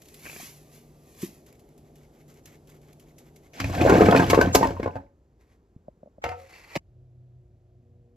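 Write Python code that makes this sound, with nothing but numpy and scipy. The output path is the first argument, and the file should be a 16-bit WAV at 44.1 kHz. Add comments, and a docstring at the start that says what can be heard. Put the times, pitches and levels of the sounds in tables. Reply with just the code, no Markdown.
"""A stone kitchen counter, heard close up from a hand-held camera.
A sleeve swishes and salt is shaken over cut vegetables; then the wet chunks tumble into a steel
roasting tray, thudding, slapping and making its floor boom. Fingers bump the camera's case, and the
emptied glass dish is set down ringing and slid over grit. The sound cuts off abruptly at a change
of scene, leaving low room air and an appliance's hum."""
import sys
import numpy as np
from scipy import signal
from scipy.fft import irfft
from scipy.io import wavfile
from scipy.ndimage import uniform_filter1d

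SR = 44100
rng = np.random.default_rng(int(sys.argv[2]) if len(sys.argv) > 2 else 0)


def log_audio(samples):
    """Write samples as a 16-bit WAV file to the path given in sys.argv[1]."""
    # one column per channel
    frames = np.atleast_2d(samples).T
    # limit to full scale, then quantise
    limited = np.clip(frames, -1, 1)
    pcm = np.round(limited * 32767).astype(np.int16)
    wavfile.write(sys.argv[1], SR, pcm)


N = 359855
TIME = np.arange(N) / SR
AGE = TIME[:SR // 2]  # seconds into a one-shot
POUR_S, CUT_S = 3.534, 6.776  # the pour begins; the sound cuts off at a change of scene

# the heap rolling and settling: t/s, jostle/dB, wet rubbing/dB
HEAP_LEVELS = [(3.534, -51.5, -52), (3.76, -31.5, -43), (3.91, -20, -37.5), (4.2, -21, -41.5),
               (4.27, -31.5, -42.5), (4.44, -24.5, -45), (4.5, -32.5, -52), (4.535, -38, -52.5),
               (4.65, -29, -43.5), (4.75, -46, -59.5), (4.99, -46, -71), (5.13, -75.5, -96)]
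# boom modes of the steel tray's floor: f/Hz, level/dB, t60/s
FLOOR_MODES = [(61.4, -5, 0.15), (84, 2, 0.13), (107, -0.5, 0.12), (145, -0.5, 0.044)]
# tone of a wet cut face: f/Hz, level/dB
SLAP_EQ = [(300, -19.5), (1200, 0.5), (2500, 7), (3300, 1), (4200, 0), (5200, -1.5), (7000, -4.5),
           (10500, -11), (12700, -8.5), (14500, -23.5), (16000, -38.5)]
# tone of scattering salt: f/Hz, level/dB
SALT_EQ = [(710, -54), (1200, -11), (1700, -4), (2180, 2), (4600, -2), (6650, 1), (9210, -1.5), (10600, -1),
           (11900, 0.5), (13900, -5), (16000, -35)]
# tone of dry, gritty friction: f/Hz, level/dB
GRIT_EQ = [(100, -22.5), (300, -3), (550, -0.5), (1000, -2), (1500, -6), (2100, -0.5), (2650, -8),
           (3000, -10), (7000, -14), (10000, -18), (12500, -18), (16000, -58)]


def chunks():
    """Each big chunk meets the tray twice, as it lands and as it topples."""
    # t/s, thud/dB, thud f/Hz, knock/dB, knock f/Hz, slap/dB, topple delay/s, topple over landing/dB
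    landings = [(3.6, -49.5, 525, -32.5, 2370, -33, .013, -10),
                (3.642, -43, 518, -33, 2450, -40.5, 0.013, -10),
                (3.748, -42.5, 460, -44.5, 900, -40, 0.0077, -10),
                (3.812, -19, 305, -28, 724, -36.5, 0.0058, -3.5),
                (3.85, -15, 540, -27, 820, -42, 0.011, 0.5), (3.872, -21, 620, -26, 824, -50, .017, -0.5),
                (3.895, -14.5, 410, -22.5, 1450, -35.5, 0.0055, -0.5),
                (3.921, -14.5, 410, -24, 885, -46, 0.0068, -5),
                (3.939, -13.5, 490, -32, 700, -39.5, 0.014, 0),
                (3.966, -18, 294, -34.5, 855, -39, 0.012, -2),
                (4.007, -10.5, 413, -21, 800, -36, 0.0093, -3),
                (4.059, -37, 394, -28, 2300, -35.5, 0.0057, -14),
                (4.085, -10.5, 444, -19.5, 1050, -47, 0.012, -13),
                (4.124, -19, 620, -19, 1040, -46, 0.0073, -7.5),
                (4.148, -12, 505, -20, 1430, -44, 0.0099, -16),
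                (4.161, -22.5, 285, -22.5, 2456, -33, .011, -5),
                (4.195, -18.5, 407, -21.5, 945, -35.5, .011, -9.5),
                (4.221, -22.5, 300, -27, 1020, -40, .008, -1.5),
                (4.264, -44, 420, -45.5, 1100, -44, 0.0074, -3.5),
                (4.299, -25.5, 417, -27, 2200, -29, 0.0078, -3.5),
                (4.331, -12.5, 502, -20, 1110, -40.5, 0.013, -9.5),
                (4.344, -30, 605.3, -30, 990, -33, 0.0098, -7.5),
                (4.375, -12.5, 436, -26, 865, -58, .013, 0.5),
                (4.411, -18, 450, -18, 1000, -31.5, .012, -9.5),
                (4.47, -21, 282, -39, 920, -50, .011, -9.5), (4.548, -14, 450, -18, 975, -24, 0.0052, -1.5),
                (4.609, -20, 480, -29.5, 849.4, -57.5, 0.012, -14.5),
                (4.628, -22, 330, -29, 1867, -40.5, 0.014, -4.5),
                (4.652, -30, 524, -27, 925, -55, 0.015, -17.5),
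                (4.67, -40, 600, -36, 1020, -46.5, 0.0089, -13.5),
                (4.705, -31, 450, -45, 910, -52, 0.0093, -13),
                (4.797, -26, 458, -40.5, 700, -55.5, 0.017, -27),
                (4.829, -32, 302, -36.5, 2200, -48.5, 0.012, -4.5),
                (4.859, -25, 504, -32, 1060, -56, .015, -2), (4.955, -36, 560, -41, 748, -60.5, .008, -0.5)]
    out = np.zeros(N)
    for s, *blow, topple_s, topple_db in landings:
        add(out, s, chunk_hit(*blow))
        add(out, s + topple_s, amp(topple_db) * chunk_hit(*blow))
    return out


def chunk_hit(thud_db, hz, knock_db, knock_hz, slap_db):
    """A chunk thuds, flexes the tray floor, knocks on the sheet and slaps with its wet face."""
    attack = np.minimum(AGE / .002, 1)
    out = amp(thud_db) * unit(attack * thud(hz, swell=.75 / hz), span=.01)
    give = thud(.5 * hz * rng.uniform(.66, 1.2), swell=.0037)  # the sheet gives way
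    add(out, .0011, amp(thud_db - 3) * give)
    boom_db = -23.5 + .17 * (thud_db + knock_db)  # grows a little with the blow
    out += amp(boom_db) * unit(ring(FLOOR_MODES, scatter_db=3, detune=.08), span=.02)
    sheet = unit(attack * tray(), span=.019)
    knock_modes = [(knock_hz, 0, .045), (.75 * knock_hz, -4, .03)]
    knock = unit(attack * ring(knock_modes, scatter_db=6.5), span=.0082)
    # tone of the knock's noisy edge: f/Hz, level/dB
    rattle_eq = [(300, -16), (700, -1.5), (1000, 0.5), (1300, -5), (1600, -1.5), (2100, -2.5),
                 (2550, -10.5), (3100, -14.5), (6000, -29), (16000, -58)]
    rattle = unit(burst(rattle_eq, t60=.035, tail_db=-22, tail_t60=.1, rise=.001), span=.012)
    out += amp(knock_db) * (amp(-1.5) * sheet + amp(-2) * knock + amp(-16.5) * rattle)
    tilt_db_per_octave = .82 * np.clip(slap_db + 30.5, -4, 12)  # harder slaps are brighter
    face_eq = [(f, db + tilt_db_per_octave * np.log2(f / 4000)) for f, db in SLAP_EQ]
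    slap = burst(face_eq, t60=.028, tail_db=-26, tail_t60=.075, rise=.0038)
    return out + amp(slap_db) * unit(slap, span=.031)


def tray():
    """One blow on the steel sheet; its high modes shift most with the load."""
    # the tray, damped by its load: f/Hz, level/dB, t60/s
    sheet_modes = [(272.2, 3, 0.15), (458, -7, 0.21), (560, -8, 0.34), (660, 3, 0.041), (700, 3, 0.11),
                   (820, 2, 0.041), (880.7, -2, 0.21), (1028.5, 3.5, 0.054), (1240, -4.5, 0.085),
                   (1416, -8, 0.08), (1558, -3.5, 0.083), (1720, -6, 0.043), (1670, -12, 0.11),
                   (1840, -11.5, 0.062), (2180, -5, 0.046), (2580, -10, 0.078), (2548, -15.5, 0.032)]
    hz = np.array(sheet_modes)[:, :1]
    return ring(sheet_modes, scatter_db=6, detune=np.minimum(hz / 30000, .06))


def snaps():
    """Wet faces meet and part with a crisp click that centres on its own pitch."""
    # the clicks: t/s, level/dB, f/Hz
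    cues = [(3.602, -39, 4800), (3.897, -30.5, 6000), (4.057, -30, 2900), (4.111, -24, 3300),
            (4.160, -23.5, 2950), (4.174, -28.5, 4500), (4.181, -28, 4400), (4.186, -31.5, 3000),
            (4.242, -30.5, 3000), (4.303, -19, 2820), (4.446, -37, 3000), (4.460, -36, 3200),
            (4.552, -12, 5100), (4.671, -35, 5000)]
    out = np.zeros(N)
    for s, db, hz in cues:
        peak_eq = [(hz * 2. ** octave, -11.5 * abs(octave)) for octave in (-2, -1, 0, 1, 2)]
        click = unit(burst(peak_eq, t60=.018, tail_db=-26, tail_t60=.05), span=.0025)
        add(out, s, amp(db) * (amp(-6) * click + amp(-2.5) * thud(hz, swell=4 / hz)))
    return out


def heap():
    """Many lesser pieces jostle on the tray and rub each other; each wet slip squeaks in its own band."""
    s, jostle_db, rub_db = np.transpose(HEAP_LEVELS)
    knocks, sheet, slips = np.zeros((3, N))
    for hz in np.geomspace(150, 750, num=9):
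        knocks += unit(convolve(grains(per_s=55, spread_db=1.5), thud(hz, swell=1.4 / hz)))
        sheet += convolve(grains(per_s=37, spread_db=2.5), tray())
    for hz in np.geomspace(1500, 14000, num=12):
        slip = thud(hz, swell=1.5 / hz, age=AGE[:512])
        slips += np.sqrt(hz) * unit(convolve(grains(per_s=450, spread_db=1), slip))
    jostle = amp(-.5) * unit(knocks) + amp(-7.5) * unit(sheet)
    return follow(s, jostle_db) * jostle + follow(s, rub_db) * unit(colour(slips, SLAP_EQ))


def clacks():
    """Small hard pieces in the heap clack together at several pitches; a few ring out hollowly."""
    # firm pieces knocking hollowly: t/s, level/dB, f/Hz, t60/s
    hollow_knocks = [(3.81, -35, 2200, 0.016), (4.629, -20.5, 920, 0.073), (4.767, -43.5, 940, 0.068)]
    s, jostle_db, _ = np.transpose(HEAP_LEVELS)
    pitches = np.geomspace(950, 2600, num=7)
    hits = np.zeros(N)
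    for hz in pitches:
        hits += convolve(grains(per_s=59 / len(pitches), spread_db=1.5), thud(hz, swell=2.1 / hz))
    out = follow(s, jostle_db - 15.5) * unit(hits)
    for s, db, hz, t60 in hollow_knocks:
        pair = ring([(hz, 0, t60), (1.1 * hz, -2, t60)], scatter_db=2)
        add(out, s, amp(db) * unit(pair * np.minimum(AGE / .0012, 1), span=.028))
    return out


def rumble():
    """The lesser pieces keep the tray floor flexing."""
    # low end under the pour: t/s, level/dB
    envelope = [(3.601, -40), (3.66, -27), (3.849, -27.5), (4.35, -28), (4.699, -37), (4.98, -59),
                (5.12, -72)]
    flexing = np.zeros(N)
    for _ in range(6):
        flexing += convolve(grains(per_s=25, spread_db=-1), ring(FLOOR_MODES, scatter_db=3, detune=.19))
    return follow(*np.transpose(envelope)) * unit(flexing)


def dish():
    """The glass dish lands with a buzzing clunk, rocks, judders singing over grit and knocks again."""
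    # glass sliding on stone: t/s, level/dB
    slide = [(6.29, -88), (6.401, -48.5), (6.47, -53), (6.53, -47.5), (6.6, -49), (6.68, -50),
             (6.744, -44.5), (6.773, -32)]
    # resonances of the sliding dish: f/Hz, level/dB, t60/s
    slide_modes = [(1855, -2, .022), (2065, 3, 0.028), (2300, 6, 0.02), (2500, 2, 0.018),
                   (2680, 2.5, 0.032), (4470, 3, 0.01), (4990, -5, .016)]
    # glass meeting the counter: t/s, ring/dB, clack/dB, thud/dB, thud f/Hz
    hits = [(6.24, -27.5, -30, -19.5, 780), (6.249, -32.5, -47, -28.5, 79.8),
            (6.264, -34.5, -52, -34.5, 302), (6.29, -37.5, -38, -37, 84), (6.316, -38, -54, -35, 550),
            (6.7545, -60, -27, -33, 560), (6.76, -38, -25, -24.5, 310), (6.765, -52, -44, -24, 164)]
    # resonances of the struck dish: f/Hz, level/dB, t60/s
    glass_modes = [(86.4, -1, 0.35), (482.7, 2.5, 0.46), (541, -0.5, 0.84), (607, -1, .13), (660, -4, 0.13),
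                   (700, 10.5, 0.12), (734, 2, 0.6), (754, -7, 0.46), (800, 4.5, 0.19), (899, 2, .15),
                   (919, 8.5, 0.15), (1080, -4, 0.12), (1230, -2.5, 0.18), (1305, -4, 0.31),
                   (1382, -2.5, 0.17), (1530, -2, 0.13), (1760, -5, 0.17), (1890, -1, 0.12),
                   (2097, 5, 0.095), (2424, 0, 0.061), (2690, 4, 0.058)]
    # tone of glass striking stone: f/Hz, level/dB
    clack_eq = [(200, -10.5), (600, 8), (950, -2), (1400, -12), (2400, 7), (3400, -8.5), (5000, -9),
                (7000, -15.5), (12000, -22.5), (16000, -28)]
    # the ring is choked as the base settles flat: t/s, level/dB
    choke = [(6.44, 0), (6.49, -9), (6.7, -14), (6.74, 0)]
    grit = unit(colour(grains(per_s=1400, spread_db=1.5), GRIT_EQ))
    singing = scrape(slide_modes, per_s=1300, slips_per_s=130, uneven_db=4.5)
    singing *= np.interp(TIME, [6.44, 6.56], [.25, 1])
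    out = follow(*np.transpose(slide)) * (amp(-7.5) * grit + amp(-6) * singing)
    ringing = np.zeros(N)
    for s, ring_db, clack_db, thud_db, hz in hits:
        add(ringing, s, amp(ring_db) * unit(ring(glass_modes, scatter_db=1.5, detune=.015), span=.0096))
        clack = burst(clack_eq, t60=.031, tail_db=-15, tail_t60=.33)
        add(out, s, amp(clack_db) * unit(clack, span=.004))
        add(out, s, amp(thud_db) * thud(hz, swell=.6 / hz))
    chatter_db = 2.5 * wobble(per_s=170)  # the rim buzzes against the stone
    return out + ringing * amp(np.interp(TIME, *np.transpose(choke)) + chatter_db)


def seasoning():
    """Each shake spurts salt and throws the grains forward, then back against the shaker's base."""
    # t/s, spurt/dB, forward stroke/dB, back stroke delay/s, back stroke/dB
    shakes = [(1.462, -58.5, -67, 0.042, -74), (1.593, -63, -88, .075, -78),
              (1.777, -62.5, -86, 0.053, -73.5), (1.955, -60.5, -71, 0.04, -69.5),
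              (2.125, -80, -74, 0.04, -68.5), (2.279, -65, -65.5, 0.053, -65.5),
              (2.4556, -49, -63, 0.044, -62), (2.672, -62.5, -63.5, .04, -66.5),
              (2.814, -68, -70.5, .045, -67), (2.9954, -58, -72, 0.058, -69),
              (3.182, -54, -70.5, 0.051, -67), (3.3593, -56.5, -78, 0.058, -66.5)]
    # forward and back stroke: length/s, hiss/dB, rattle/dB
    strokes = [(0.06, 4, -7.5), (0.078, 1, -3)]
    # tone of grains sliding inside: f/Hz, level/dB
    hiss_eq = [(700, -5.5), (1300, -4.5), (2100, -7.5), (2900, -6.5), (4500, -10.5), (6800, -8.5),
               (10500, -15), (13000, -9.5), (16000, -63)]
    # the shaker's body: f/Hz, level/dB, t60/s
    shaker_modes = [(1830, -10, 0.0053), (2200, -3, 0.01), (2900, -17, 0.0038)]
    # stray coarse grains ticking on the dish: t/s, level/dB
    strays = [(1.5262, -61.5), (2.698, -65), (1.69, -71), (2.3, -65), (2.9298, -61.5), (1.553, -69),
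              (2.341, -66), (3.346, -80)]
    out, rattle_gain = np.zeros((2, N))
    for s, spurt_db, forward_db, back_s, back_db in shakes:
        add(out, s, amp(spurt_db) * fizz())
        throws = [(s, forward_db), (s + back_s, back_db)]
        for (start, db), (length, hiss_db, rattle_db) in zip(throws, strokes):
            stroke = amp(db) * np.sin(np.pi * np.minimum(AGE / length, 1))
            hiss = unit(colour(grains(per_s=2200, spread_db=3.5, size=len(AGE)), hiss_eq))
            add(out, start, amp(hiss_db) * stroke * hiss)
            add(rattle_gain, start, amp(rattle_db) * stroke)
    out += rattle_gain * scrape(shaker_modes, per_s=1100, slips_per_s=120, uneven_db=4)
    for s, db in strays:
        tick = burst(SALT_EQ, t60=.017, tail_db=-25, tail_t60=.1, rise=.0005)
        add(out, s, amp(db) * unit(tick, span=.013))
    return out


def counter_knock():
    """One soft knock wakes three low, short-lived modes of the counter."""
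    out, attack = np.zeros(N), np.minimum(AGE / .008, 1)
    for hz, db, t60 in (196, -10, .032), (244, -23, .051), (358, -18.5, .074):
        add(out, 1.2295, attack * amp(db - 60 * AGE / t60) * np.sin(2 * np.pi * hz * AGE))
    return out


def sleeve():
    """Cloth hisses as the arm speeds up and slows down, and catches here and there."""
    # arm movements: peak t/s, level/dB, build-up/s, die-away/s
    swishes = [(.27, -57, 0.043, 0.045), (0.441, -45, 0.13, 0.059), (.755, -58.5, 0.03, 0.041),
               (1.089, -67.5, 0.043, 0.034), (1.236, -43, 0.027, 0.028), (1.34, -67.5, 0.015, 0.036)]
    # tone of rubbing cloth: f/Hz, level/dB
    cloth_eq = [(590, -37), (1000, -2), (1420, -16), (1590, -7.5), (2360, -2), (3120, -7), (6860, -5),
                (8450, -7.5), (9060, -65.5), (9720, -5), (11600, -5), (13900, -8.5), (16000, -100)]
    # catches in the cloth: t/s, level/dB
    catches = [(0.017, -53.5), (0.054, -58), (0.0833, -53.5), (0.1413, -50), (0.246, -50.5), (.312, -50),
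               (1.218, -45.5)]
    speed = np.zeros(N)
    for s, db, rise, fall in swishes:
        speed += amp(db) / (1 + ((TIME - s) / np.where(TIME < s, rise, fall)) ** 2)
    hiss = colour(grains(per_s=11000, spread_db=3.5), cloth_eq)
    out = speed * unit(drifting_flange(hiss))
    for s, db in catches:
        add(out, s, amp(db) * fizz())
    return out


def drifting_flange(x, shortest_s=.0009, drifts_per_s=7.6):
    """A slowly drifting delayed copy gives the hiss a light flange."""
    drift = np.interp(TIME * drifts_per_s, np.arange(N), rng.random(N))
    delay = shortest_s * (1 + drift)
    return x + amp(-7.5) * np.interp(TIME - delay, TIME, x)


def fingernail():
    """A nail ticks on the camera's case as the grip shifts."""
    # the ticks: t/s, level/dB
    cues = [(.2535, -42), (0.2614, -39), (.268, -44.5), (.296, -38.5), (.329, -43.5), (.362, -41.5)]
    # tone of a nail catching: f/Hz, level/dB
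    nail_eq = [(300, 8), (700, 7.5), (1200, -1), (1750, 8), (2100, 3), (2450, 19), (2750, 6), (3300, -24),
               (7000, -13), (13500, -7), (16000, -39)]
    out = np.zeros(N)
    for s, db in cues:
        tick = burst(nail_eq, t60=.011, tail_db=-21, tail_t60=.089, rise=.0012)
        add(out, s, amp(db) * unit(tick, span=.0045))
    return out


def fingers(swell_s=.0026, case_hz=205):
    """Handling noise: a scrape, a soft rub and dull bumps carried through the camera's case."""
    # the hand rubbing on the case: t/s, level/dB
    rub = [(5.37, -100), (5.41, -68.5), (5.46, -78), (5.53, -69), (5.62, -96)]
    # the grip scraping: t/s, level/dB
    grip = [(.11, -83), (.22, -65), (.26, -45), (.33, -61), (.41, -55), (.47, -79), (.55, -83)]
    # resonances of the case: f/Hz, level/dB, t60/s
    case_modes = [(1710, -2.5, .025), (2280, 6.5, .03), (2450, 1.5, .028), (2665, -5, 0.023)]
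    # fingertip bumps: t/s, level/dB, f/Hz
    bumps = [(0.362, -39, 400), (0.399, -39.5, 726), (.43, -40, 260), (5.763, -37, 132),
             (5.882, -32.5, 597), (6.031, -37.5, 581), (6.059, -43.5, 569), (6.073, -43, 588),
             (6.182, -40.5, 585)]
    out = follow(*np.transpose(rub)) * unit(colour(grains(per_s=3700, spread_db=1.5), GRIT_EQ))
    out += follow(*np.transpose(grip)) * scrape(case_modes, per_s=2000, slips_per_s=220, uneven_db=2.5)
    for s, db, hz in bumps:
        bump = thud(hz, swell_s) + amp(-5.5) * thud(case_hz, swell_s)
        add(out, s, amp(db) * bump * np.exp(-(AGE / (4 * swell_s)) ** 2))
    return out


def room_air():
    """A low bed of noise that switches tone and level at the pour and again at the cut."""
    # one spectrum for each stretch: f/Hz, level/dB
    air_eqs = [
        [(15, -39), (28, -10), (54, -2), (115, -6), (150, -1), (205, -8), (410, -4.5), (480, -11), (720, -14),
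         (1000, -25.5), (1500, -33.5), (3300, -35.5), (13000, -39), (15500, -78)],
        [(15, -37.5), (25, -19), (54, 2.5), (210, -10), (400, -10.5), (650, -21), (920, -26.5), (1400, -33.5),
         (3000, -42), (7000, -44), (14000, -54.5)],
        [(15, -27), (28, -20.5), (55, -2.5), (120, -6.5), (230, -18), (380, -21.5), (690, -23), (850, -37.5),
         (1300, -43), (6800, -52.5), (12500, -59), (15500, -78)],
    ]
    # each stretch's loudness: level/dB
    air_levels = [-55.5, -61.5, -60.5]
    stretch, out = np.searchsorted((POUR_S, CUT_S), TIME), np.zeros(N)
    for k, (eq, db) in enumerate(zip(air_eqs, air_levels)):
        out += (stretch == k) * amp(db) * unit(colour(rng.standard_normal(N), eq))
    return out


def appliance_hum(fade_s=.13, waver_db=2, waver_radians=.55):
    """Appliance tones fade in and out, wavering in level and phase."""
    # the tones: f/Hz, level/dB, start/s, end/s
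    tones = [(148.5, -62, 0, 3.53), (237, -68, 0, 3.53), (398, -71, 0, 3.53), (1185, -81, .55, 1.25),
             (91.5, -64, 6.8, 8.3), (123.8, -53.5, 6.85, 7.52), (118.4, -61, 7.38, 8.3),
             (360.7, -70.5, 6.8, 8.3), (237, -68, 7.75, 8.3), (479, -70, 7.78, 8.3)]
    out = np.zeros(N)
    for hz, db, start, end in tones:
        fade = np.clip(np.minimum(TIME - start, end - TIME) / fade_s, 0, 1)
        level = amp(db + waver_db * wobble(per_s=14))
        phase = 2 * np.pi * hz * TIME + waver_radians * wobble(per_s=14)
        out += np.sqrt(2) * level * fade * np.sin(phase)
    return out


def kitchen(x):
    """Reflections off walls and cupboards, each band dying at its own speed."""
    # reverb time: f/Hz, t60/s
    decay = [(100, 0.32), (500, 0.22), (2000, 0.13), (6000, 0.22), (14000, 0.16)]
    noise = rng.standard_normal(len(AGE)) * (AGE > .004)  # 4 ms pre-delay
    hz, t, bands = signal.stft(noise, SR, nperseg=256)
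    _, tail = signal.istft(bands * amp(-60 * t / read(decay, hz)[:, None]), SR, nperseg=256)
    return convolve(x, tail / np.linalg.norm(tail))


def mic_ports(x, size=2048):
    """Of two microphone ports the right leads a little; nearby reflections ripple the treble."""
    # stereo width: f/Hz, side over mid/dB
    width = [(60, -26), (110, -16), (200, -21), (460, -12.5), (700, -5), (1290, 0.5), (2380, -7),
             (4400, -8), (8120, 3), (15000, -7.5)]
    hz = np.fft.rfftfreq(size, 1 / SR)
    ripple = unit(uniform_filter1d(rng.standard_normal(len(hz)), size=4)) * np.minimum(hz / 1500, 1)
    taps = irfft(amp(read(width, hz)) * np.exp(1j * (ripple - np.pi / 2)))
    side = signal.oaconvolve(x, np.roll(taps, size // 2))[size // 2:][:N]
    return np.array([x + side, x - side])


def thud(hz, swell, age=AGE):
    """A soft blow: a few cycles under an envelope that peaks at 1 after swell seconds."""
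    u = age / swell
    return u * np.exp(1 - u) * np.sin(2 * np.pi * hz * age)


def ring(modes, scatter_db, detune=0):
    """Dying modes; each blow lands elsewhere and weights them anew, and a shifting load detunes them."""
    hz, db, t60 = np.transpose(modes)[:, :, None]
    hz = hz * (1 + detune * rng.uniform(-1, 1, hz.shape))
    weight = amp(db + scatter_db * rng.standard_normal(hz.shape)) * rng.choice([-1, 1], hz.shape)
    return (weight * amp(-60 * AGE / t60) * np.sin(2 * np.pi * hz * AGE)).sum(0)


def burst(eq, t60, tail_db, tail_t60, rise=.00023):
    """A crack of many tiny uneven contacts with a weaker tail."""
    fall = amp(-60 * AGE / t60) + amp(tail_db - 60 * AGE / tail_t60)
    contacts = grains(per_s=6600, spread_db=2.5, size=len(AGE))
    return colour(contacts * fall * (1 - np.exp(-AGE / rise)), eq)


def fizz():
    """A short, bright spray of tiny contacts."""
    return unit(burst(SALT_EQ, t60=.035, tail_db=-14, tail_t60=.14, rise=.002), span=.009)


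def scrape(modes, per_s, slips_per_s, uneven_db):
    """Grains of friction, bunched by uneven slips, keep a body's modes ringing."""
    friction = grains(per_s, spread_db=2) * amp(uneven_db * wobble(slips_per_s))
    return unit(convolve(friction, ring(modes, scatter_db=0)))


def grains(per_s, spread_db, size=N):
    """Random clicks of uneven height."""
    heights = amp(spread_db * np.minimum(rng.exponential(1, size), 4)) * rng.choice([-1, 1], size)
    return heights * (rng.random(size) < per_s / SR)


def wobble(per_s):
    """A curve that glides through per_s random values a second."""
    return np.interp(TIME * per_s, np.arange(N), rng.standard_normal(N))


def colour(x, eq):
    """Minimum-phase filter with the given spectrum."""
    gain_db = np.maximum(read(eq, abs(np.fft.fftfreq(4096, 1 / SR))), -100)
    response = np.exp(np.conj(signal.hilbert(np.log(amp(gain_db)))))
    return convolve(x, np.fft.ifft(response).real)


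def convolve(x, response):
    """Plays x through an impulse response, keeping its length."""
    return signal.oaconvolve(x, response)[:len(x)]


def read(points, hz):
    """A table's value on a log-frequency axis."""
    f, value = np.transpose(points)
    return np.interp(np.log(hz + 1), np.log(f + 1), value)


def follow(s, db):
    """Gain that follows a level curve and is silent outside it."""
    return amp(np.interp(TIME, s, db, left=-150, right=-150))


def add(mix, s, sound):
    """Mixes a sound in at time s."""
    part = mix[max(round(s * SR), 0):][:len(sound)]
    part += sound[:len(part)]


def amp(db):
    """Decibels to gain."""
    return 10 ** (np.asarray(db) / 20)


def unit(x, span=None):
    """Scales to rms 1, over the first span seconds if given."""
    head = x if span is None else x[:int(span * SR) + 1]
    return x / np.sqrt(np.mean(head ** 2) + 1e-20)


def scene():
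    """The action rings in the kitchen until the cut; finger noise, air and hum stay dry."""
    # reflections that reach the two ports differently: f/Hz, level/dB
    side_eq = [(100, -37), (300, -34), (600, -13), (1100, -12.5), (2200, -12), (5000, -15), (14000, -21.5)]
    action = sleeve() + fingernail() + seasoning() + counter_knock()
    action += chunks() + snaps() + heap() + clacks() + rumble() + dish()
    low_cut = signal.butter(2, 63, "high", fs=SR, output="sos")  # small things radiate no deep bass
    action = signal.sosfilt(low_cut, action)
    gate = np.clip((CUT_S - TIME) / .0005, 0, 1)
    action = (action + amp(-12.5) * kitchen(action)) * gate
    side = kitchen(colour(action, side_eq)) * (TIME < CUT_S)
    return mic_ports(action + fingers() + room_air() + appliance_hum()) + np.array([side, -side])


def record(dry):
    """The microphone's treble notch, soft overload and band limit."""
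    # microphone response: f/Hz, level/dB
    mic_eq = [(20, 0.5), (7800, -1.5), (8700, -17), (9400, -16.5), (10300, 0), (13500, 0), (16000, -12.5)]
    heard = np.array([colour(channel, mic_eq) for channel in dry])
    limited = heard / (1 + (heard / .93) ** 6) ** (1 / 6)
    high_cut = signal.firwin(511, 15900, window=("kaiser", 9), fs=SR)
    return signal.oaconvolve(limited, high_cut[None], "same")


dry = scene()
out = record(dry)
log_audio(out)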